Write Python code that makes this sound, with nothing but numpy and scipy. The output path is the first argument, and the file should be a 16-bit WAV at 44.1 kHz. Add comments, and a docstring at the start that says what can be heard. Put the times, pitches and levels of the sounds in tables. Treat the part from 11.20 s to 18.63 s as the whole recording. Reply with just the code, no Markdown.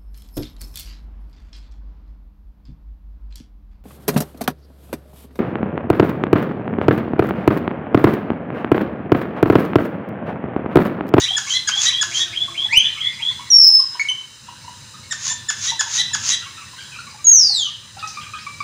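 """A caged starling sings on a hard-walled porch, close to a small microphone that its loudest whistles
overload. Its vibrating syrinx, coloured by the beak, trades falling squeaks with swelling rasps, then
gives long slurred whistles, soft pips and bill snaps. The walls ring behind every note.
Other birds chirp and cluck over a low rumble and a thin hiss."""
import sys
import numpy as np
from scipy import signal
from scipy.fft import rfft, irfft, next_fast_len
from scipy.io import wavfile
from scipy.ndimage import uniform_filter1d, map_coordinates

SR = 44100
rng = np.random.default_rng(int(sys.argv[2]) if len(sys.argv) > 2 else 0)


def store_pcm(level_fs):
    """Save levels as 16-bit WAV."""
    pcm = np.round(np.clip(level_fs, -1, 1) * 32767).astype(np.int16)
    wavfile.write(sys.argv[1], SR, np.atleast_2d(pcm).T)


N = 327663

# Tone colours of the beak, the rasp's hiss, the outdoor air and the rumble.
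# Each row: frequency in Hz, gain in dB.
BEAK_EQ = [(800, 0.5), (1700, -4), (3500, 1.5), (5200, 4), (7000, 6.5), (8200, -2.5), (11000, -5),
           (13000, -16.5), (16000, -20)]
RASP_EQ = [(500, -39), (1000, -15.5), (2500, -11), (4500, -6), (6300, -0.5), (7200, -2), (8300, -27),
           (10300, -21.5), (12300, -56), (15000, -33)]
AIR_EQ = [(180, -36), (300, -7), (713, -24.5), (915, -4), (1460, -8), (1970, -7), (2140, -13.5),
          (2570, -10), (3640, -7.5), (4020, -0.5), (4370, -5), (7080, -6), (10000, -16), (13500, -35.5),
          (15000, -20), (16000, -27.5)]
RUMBLE_EQ = [(15, -58.5), (25, -33.5), (49, -19.5), (103, -1), (141, -4.5), (179, -12.5), (219, -10),
             (248, -15.5), (409, -52.5), (500, -21), (650, -27.5), (1100, -120)]
# Voices ahead of the beak's colour. Each row: harmonic number, relative level in dB.
OPEN_TWANG_VOICE = [(1, -1), (2, -1.5), (3, -11), (4, 3), (5, -10), (6, -22)]
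SHUT_TWANG_VOICE = [(1, 2), (2, 5.5), (3, -19), (4, -15), (5, -12.5), (6, -23)]
SQUEAK_VOICE = [(1, 5), (2, -3), (3, -5.5), (4, -0.5), (5, -13.5), (6, -19)]
UPSLUR_VOICE = [(1, -5.5), (2, -25), (3, -33)]
PURE_VOICE = [(1, -12.5), (2, -35.5)]
# Note gestures. Each row: share of the note's length, pitch ratio, gain in dB.
TWANG_SHAPE = [(0, .96, -5), (.35, .985, -1.5), (.7, 1.01, -0.5), (.85, 1, -0.5), (1, 0.793, -10.5)]
CHIRP_SHAPE = [(0, 0.6, -7.5), (.12, .76, -15), (.27, .9, -12), (.31, .93, -1.5), (.52, 0.97, -7),
               (.72, 0.98, -4), (.9, 1, -2.5), (1, 0.93, -22.5)]
CLUCK_SHAPE = [(0, .93, -18.5), (.35, 1.01, 2), (.7, 1, -7), (1, .93, -10.5)]
SQUEAK_SHAPE = [(0, 1.02, -18), (.2, 1, -1), (.55, .985, 0), (.76, .94, 4), (.88, 0.762, 0), (1, 0.49, -27)]
PIP_SHAPE = [(0, 1.001, 3.5), (.3, 1, 0.5), (.7, 1, -10), (1, 1.02, -16)]
# Swells of hiss that break into a twang. Each row: time of the break in seconds, base hiss level in dB,
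# twang pitch in Hz, base twang level in dB, beak closing from 0 to 1.
RASPS = [(0.013, -20, 1958, -21.5, 1), (.335, -22, 2049, -20, 1), (.655, -15.5, 1952, -15.5, 1),
         (0.994, -21, 1884, -24.5, 0.7), (4.087, -21, 1786, -22, 0.08), (4.472, -19.5, 1965, -22.5, 0.98),
         (4.777, -17.5, 1972, -17, 1), (5.107, -16, 1956, -20.5, 0.6)]
# Fader moves for the rumble and the air. Each row: time in seconds, base level in dB.
RUMBLE_FADER = [(0.1, -49), (1.87, -47.5), (3.02, -50.5), (3.63, -43.5), (4.71, -48.5), (5.0, -42.5),
                (5.37, -49.5), (7.43, -45.5)]
AIR_FADER = [(0, -37), (1.3, -41), (3.3, -42), (4.6, -40.5), (6.7, -42.5)]
# The bed sinks under the two high whistles. Each row: start in seconds, nominal length in seconds.
LULLS = [(2.317, 2.1), (6.14, 0.64)]
# The air's hollow colour. Each row: frequency in Hz, ripple depth in dB.
HOLLOW_RIPPLE = [(2000, 1.5), (3000, 5.5), (5000, 3.5), (12000, 3)]
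# Cues for the short notes. Each row: start in seconds, base pitch in Hz, base level in dB.
CLUCKS = [(.104, 784, -34.5), (.557, 817, -37.5), (1.276, 1110, -33), (1.521, 910, -30.5),
          (2.189, 1001, -33), (2.592, 1037, -33), (2.746, 975, -31.5), (3.281, 953, -32), (3.474, 972, -31),
          (4.107, 992, -32.5), (4.514, 920, -27.5), (4.658, 920, -33), (5.783, 1403, -31),
          (6.764, 784, -36)]
SQUEAKS = [(0.164, 1749, -18), (.472, 1675, -16.5), (0.81, 1723, -16.5), (3.907, 1862, -22.5),
           (4.284, 1757, -18.5), (4.591, 1757, -15.5), (4.931, 1730, -18)]
PIPS = [(2.795, 2216, -18.5), (2.886, 3056, -19), (6.826, 1271, -29), (6.971, 1202, -31),
        (7.135, 1241, -30), (7.265, 1163, -31), (7.403, 1170, -26.5)]
# Longer far calls. Each row: start in seconds, length in seconds, pitch in Hz, level in dB.
FAR_CALLS = [(.86, .59, 342, -53), (1.82, .1, 2052, -35), (5.718, .06, 2527, -40.5)]
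# The paths of the three whistles. Each row: time in seconds, pitch in Hz, relative level in dB.
UPSLUR = [(1.485, 1627, -38), (1.524, 2200, -20.5), (1.535, 2413, -10.5), (1.55, 2720, -22),
          (1.577, 3063, -5.5), (1.595, 3102, -15), (1.614, 3216, -25)]
HELD_WHISTLE = [(2.302, 5950, -14.5), (2.322, 5550, -10.5), (2.35, 5496, -3), (2.385, 5474, 2.5),
                (2.43, 5178, -6.5), (2.59, 5253, -14), (2.607, 5075, -6.5)]
DOWNSLUR = [(6.043, 6750, -22.5), (6.064, 6680, -19.5), (6.072, 6480, -7), (6.105, 6660, -6.5),
            (6.16, 6060, -10.5), (6.235, 5000, -13), (6.32, 4313, -20.5), (6.425, 3220, -18),
            (6.49, 2870, -27)]
# Bill snaps. Each row: start in seconds, level in dB, resonance in Hz, time to fall 60 dB in seconds.
SNAPS = [(2.794, -21, 2050, 0.032), (6.791, -34, 4940, .1), (6.872, -30.5, 6300, 0.24),
         (7.011, -37, 3250, 0.23)]
# Low pips have the stronger octave. 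Each row: pitch in Hz, relative second-harmonic level in dB.
PIP_OCTAVE = [(1150, 1.5), (1300, -5.5), (2200, -22), (3000, -16)]
# The ring of the walls. Each row: frequency in Hz, time to fall 60 dB in seconds.
PORCH_DECAY = [(200, 0.85), (1000, 0.31), (2500, 0.53), (5000, 0.45), (8000, 0.2), (14000, 0.28)]

TOP_HZ = 15650


def amp(db):
    """Decibels to gain."""
    return 10 ** (np.asarray(db) / 20)


def unit(x):
    """Scale to rms 1."""
    return x / np.sqrt(np.mean(x ** 2) + 1e-20)


def along(points, hz):
    """Read (Hz, value) points on a log axis."""
    f, v = np.transpose(points)
    return np.interp(np.log(hz + 1), np.log(f + 1), v)


def curves(rows, t):
    """Each column after the first, read at the times t."""
    times, *columns = np.transpose(rows)
    return [np.interp(t, times, column) for column in columns]


def clock(length):
    """The sample times of a note."""
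    return np.arange(int(length * SR)) / SR


def wobble(n, rate):
    """A smooth random curve of n samples, rate knots a second."""
    return map_coordinates(rng.standard_normal(int(n * rate / SR) + 4), [np.arange(n) * rate / SR])


def noise(n, eq):
    """Coloured noise of rms 1."""
    m = next_fast_len(n + 1024)
    gain = amp(along(eq, np.fft.rfftfreq(m, 1 / SR)))
    return unit(irfft(rfft(rng.standard_normal(m)) * gain, m)[:n])


def resonant_noise(hz, width_hz):
    """Noise of rms 1 in one narrow resonance whose centre follows hz."""
    drive = wobble(len(hz), width_hz) + 1j * wobble(len(hz), width_hz)
    return unit(np.real(drive * np.exp(2j * np.pi * np.cumsum(hz) / SR)))


def add(track, start, sound):
    """Mix a sound in with 2 ms fades at its ends."""
    i = np.arange(len(sound))
    fade = np.clip(np.minimum(i, i[::-1]) / (.002 * SR), 0, 1)
    at = i + round(start * SR)
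    inside = (at >= 0) & (at < N)
    track[at[inside]] += (sound * fade)[inside]


def syrinx(hz, db, voice, jitter, jitter_rate):
    """A vibrating membrane with a trembling pitch; its harmonics pass through the beak."""
    phase = 2 * np.pi * np.cumsum(hz * (1 + jitter * wobble(len(hz), jitter_rate))) / SR
    tone = 0
    for k, (_, harmonic_db) in enumerate(voice, 1):
        gain = amp(harmonic_db + along(BEAK_EQ, k * hz)) * (k * hz < TOP_HZ)
        tone += gain * np.sin(k * phase + rng.uniform(0, 2 * np.pi))
    return amp(db) * unit(tone)


def note(shape, length, hz, db, voice, jitter, jitter_rate):
    """One sung gesture, stretched to a length in seconds and set to a pitch and level."""
    ratio, swell_db = curves(shape, clock(length) / length)
    return syrinx(hz * ratio, db + swell_db, voice, jitter, jitter_rate)


def rasps(swell_s=.11, twang_s=.045):
    """Chaotic vibration swells, then locks into a twang as the beak closes."""
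    out = np.zeros(N)
    t = clock(swell_s + twang_s)
    gesture = [(0, -19, 0), (swell_s * .75, -2, .06), (swell_s, 0, .2),
               (swell_s + twang_s * .63, -2, .9), (swell_s + twang_s, -6, 1)]
    effort_db, shut = curves(gesture, t)
    for break_s, hiss_db, hz, twang_db, closing in RASPS:
        # the closing beak trades its high resonance for a low one
        closed = closing * shut
        high = amp(-5.5 - 3.4 * shut) * resonant_noise(6520 - 890 * closed, width_hz=800)
        low = amp(-3) * closed * resonant_noise(np.full(len(t), 3440), width_hz=750)
        broad = amp(-2.5 - 8.3 * shut) * noise(len(t), RASP_EQ)
        flutter = unit(amp(2 * wobble(len(t), 352.4)))
        add(out, break_s - swell_s, amp(hiss_db + effort_db) * (high + low + broad) * flutter)
        # an open beak favours the fourth harmonic, a closing one the second
        voice = closing * np.array(SHUT_TWANG_VOICE) + (1 - closing) * np.array(OPEN_TWANG_VOICE)
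        add(out, break_s, note(TWANG_SHAPE, twang_s, hz, twang_db, voice, jitter=.01, jitter_rate=855))
    return out


def lull():
    """Depth, 0 to 1, of the dips in the bed: a quick fall, a hold and a gradual return."""
    t = np.arange(N) / SR
    return sum(np.interp(t, [start - .05, start, start + length * .6, start + length * 1.2], [0, 1, 1, 0])
               for start, length in LULLS)


def hollow(x, spacing_hz):
    """A hollow colour: evenly spaced peaks and valleys in the spectrum."""
    hz = np.fft.rfftfreq(N, 1 / SR)
    ripple_db = -along(HOLLOW_RIPPLE, hz) * np.cos(2 * np.pi * hz / spacing_hz)
    return unit(irfft(rfft(x) * amp(ripple_db), N))


def outdoor_bed():
    """A low rumble and a thin, hollow, slowly wavering hiss."""
    t, dip = np.arange(N) / SR, lull()
    rumble_db = curves(RUMBLE_FADER, t)[0] - 3.5 * dip + 1.6 * wobble(N, 17)
    air_db = curves(AIR_FADER, t)[0] - 1.5 * dip + .83 * wobble(N, 4.6)
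    rumble = amp(rumble_db) * noise(N, RUMBLE_EQ)
    return rumble + amp(air_db) * hollow(noise(N, AIR_EQ), spacing_hz=1120)


def chirps(first_s=.052, every_s=.2153, length_s=.112, db=-23):
    """A second bird's even run of ten arched chirps, creeping up in pitch."""
    out = np.zeros(N)
    voice = [(1, -7.5), (2, -44)]
    for start in first_s + every_s * np.arange(10):
        peak_hz = 3377 + 40 * start
        add(out, start, note(CHIRP_SHAPE, length_s, peak_hz, db, voice, jitter=.014, jitter_rate=450))
    return out


def clucks(length_s=.025, faint_per_s=2.5, faint_hz=928, faint_db=-40):
    """Hoarse clucks of farther birds: clear ones on cue, faint ones scattered among them."""
    out = np.zeros(N)
    count = int(faint_per_s * N / SR)
    starts = (np.arange(count) + rng.random(count)) / faint_per_s
    pitches = faint_hz * 2 ** (.22 * rng.standard_normal(count))
    faint = [(start, hz, faint_db) for start, hz in zip(starts, pitches)]
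    voice = [(1, -1), (2, -20.5), (3, -15.5)]
    for start, hz, db in CLUCKS + faint:
        add(out, start, note(CLUCK_SHAPE, length_s, hz, db, voice, jitter=.033, jitter_rate=678))
    return out


def far_calls():
    """Three distant calls, each quavering around one pitch."""
    out = np.zeros(N)
    for start, length, hz, db in FAR_CALLS:
        voice = [(1, 0), (2, along([(350, -1.5), (2000, -22)], hz))]
        add(out, start, syrinx(np.full(int(length * SR), hz), db, voice, jitter=.045, jitter_rate=260))
    return out


def chatter(count=130):
    """A random sprinkle of tiny notes from distant birds, sinking in the lulls."""
    out = np.zeros(N)
    voice = [(1, -7.5), (2, -11)]
    for when, pitch, distance, span in rng.random((count, 4)):
        length, hz, db = .02 + .0538 * span, 1100 * 2.5 ** pitch, -9 * distance
        add(out, when * N / SR, note(CLUCK_SHAPE, length, hz, db, voice, jitter=.044, jitter_rate=610))
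    return amp(-46 - 11.5 * lull()) * unit(out)


def squeaks(length_s=.0235, clack_s=.0094):
    """Reedy notes that hold for a moment, then collapse in pitch and end in a noisy clack."""
    out = np.zeros(N)
    t = clock(clack_s)
    clack_eq = [(400, -31), (1000, 10.5), (2200, 2.5), (6500, -5), (8500, -5), (14000, -26.5)]
    for start, hz, db in SQUEAKS:
        add(out, start, note(SQUEAK_SHAPE, length_s, hz, db, SQUEAK_VOICE, jitter=.019, jitter_rate=1300))
        clack = amp(db - 6.5 - 60 * t / .076) * noise(len(t), clack_eq)
        add(out, start + length_s * .9, clack)
    return out


def glide(path):
    """Pitch and level along a whistle's path."""
    start, end = path[0][0], path[-1][0]
    return curves(path, start + clock(end - start))


def whistles():
    """Three loud slurs; the high ones are almost pure, and overtones grow as the last one sinks."""
    out = np.zeros(N)
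    add(out, UPSLUR[0][0], syrinx(*glide(UPSLUR), UPSLUR_VOICE, jitter=.006, jitter_rate=400))
    add(out, HELD_WHISTLE[0][0], syrinx(*glide(HELD_WHISTLE), PURE_VOICE, jitter=.0075, jitter_rate=340))
    hz, db = glide(DOWNSLUR)
    octave_db = along([(3000, -16.5), (3900, -7.5), (4800, -29.5), (6500, -29)], hz)
    voice = [(1, .016), (2, octave_db), (3, octave_db - 15)]
    add(out, DOWNSLUR[0][0], syrinx(hz, db, voice, jitter=.0023, jitter_rate=270))
    return out


def bill_snaps():
    """Quick noisy snaps, each ringing in one broad resonance."""
    out = np.zeros(N)
    for start, db, hz, t60 in SNAPS:
        t = clock(t60)
        eq = [(hz / 4, -30), (hz * .53, -15), (hz, 0), (hz * 1.12, -18), (hz * 2, -35)]
        add(out, start, amp(db - 60 * t / t60) * noise(len(t), eq))
    return out


def pips(length_s=.027):
    """Short notes of steady pitch that follow the high whistles."""
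    out = np.zeros(N)
    for start, hz, db in PIPS:
        voice = [(1, 2.5), (2, along(PIP_OCTAVE, hz)), (3, -21)]
        add(out, start, note(PIP_SHAPE, length_s, hz, db, voice, jitter=.0062, jitter_rate=560))
    return out


def porch(x, early_db, tail_db):
    """Near walls return a cluster of quick copies, then a diffuse tail that dies faster in the treble."""
    hz, t, bands = signal.stft(rng.standard_normal(int(.8 * SR)), SR, nperseg=256)
    decay = amp(-60 * t / along(PORCH_DECAY, hz)[:, None])
    tail = signal.istft(bands * decay, SR, nperseg=256)[1]
    tail *= np.clip(np.arange(len(tail)) / SR / .011, 0, 1)  # 11 ms fade-in
    response = amp(tail_db) * tail / np.linalg.norm(tail)
    delays = rng.uniform(.002, .035, size=40)
    copies = rng.standard_normal(len(delays)) * np.exp(-delays / .014)
    response[(delays * SR).astype(int)] += amp(early_db) * copies / np.linalg.norm(copies)
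    return x + signal.fftconvolve(x, response)[:N]


def limiter(x, threshold_db, window_s):
    """Loud notes duck the whole mix by their rms level; quick peaks slip through."""
    size = int(window_s * SR)
    level = np.sqrt(np.abs(uniform_filter1d(x ** 2, size)))
    gain = np.minimum(1, amp(threshold_db) / (level + 1e-9))
    return x * uniform_filter1d(gain, size)


def scene():
    """The whistles beam straight at the microphone; the chirps come mostly by way of the walls."""
    birds = porch(amp(-.5) * whistles(), early_db=-3.5, tail_db=-5)
    birds += porch(squeaks() + rasps() + bill_snaps(), early_db=-8.5, tail_db=-6)
    birds += porch(pips(), early_db=.5, tail_db=-1)
    birds += porch(clucks() + far_calls() + chatter(), early_db=-3.5, tail_db=-2)
    birds += porch(chirps(), early_db=4, tail_db=-2)
    return (birds + outdoor_bed())[None]


def record(dry):
    """The loudest whistles hit the limiter and crackle as they clip; all above TOP_HZ is cut."""
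    held = limiter(dry, threshold_db=-5, window_s=.025)
    ceiling, hardness = .79, 12
    clipped = held / (1 + np.abs(held / ceiling) ** hardness) ** (1 / hardness)
    m = next_fast_len(N + 4096)
    passband = np.fft.rfftfreq(m, 1 / SR) < TOP_HZ
    return irfft(rfft(clipped, m) * passband, m)[..., :N]


dry = scene()
out = record(dry)
store_pcm(out)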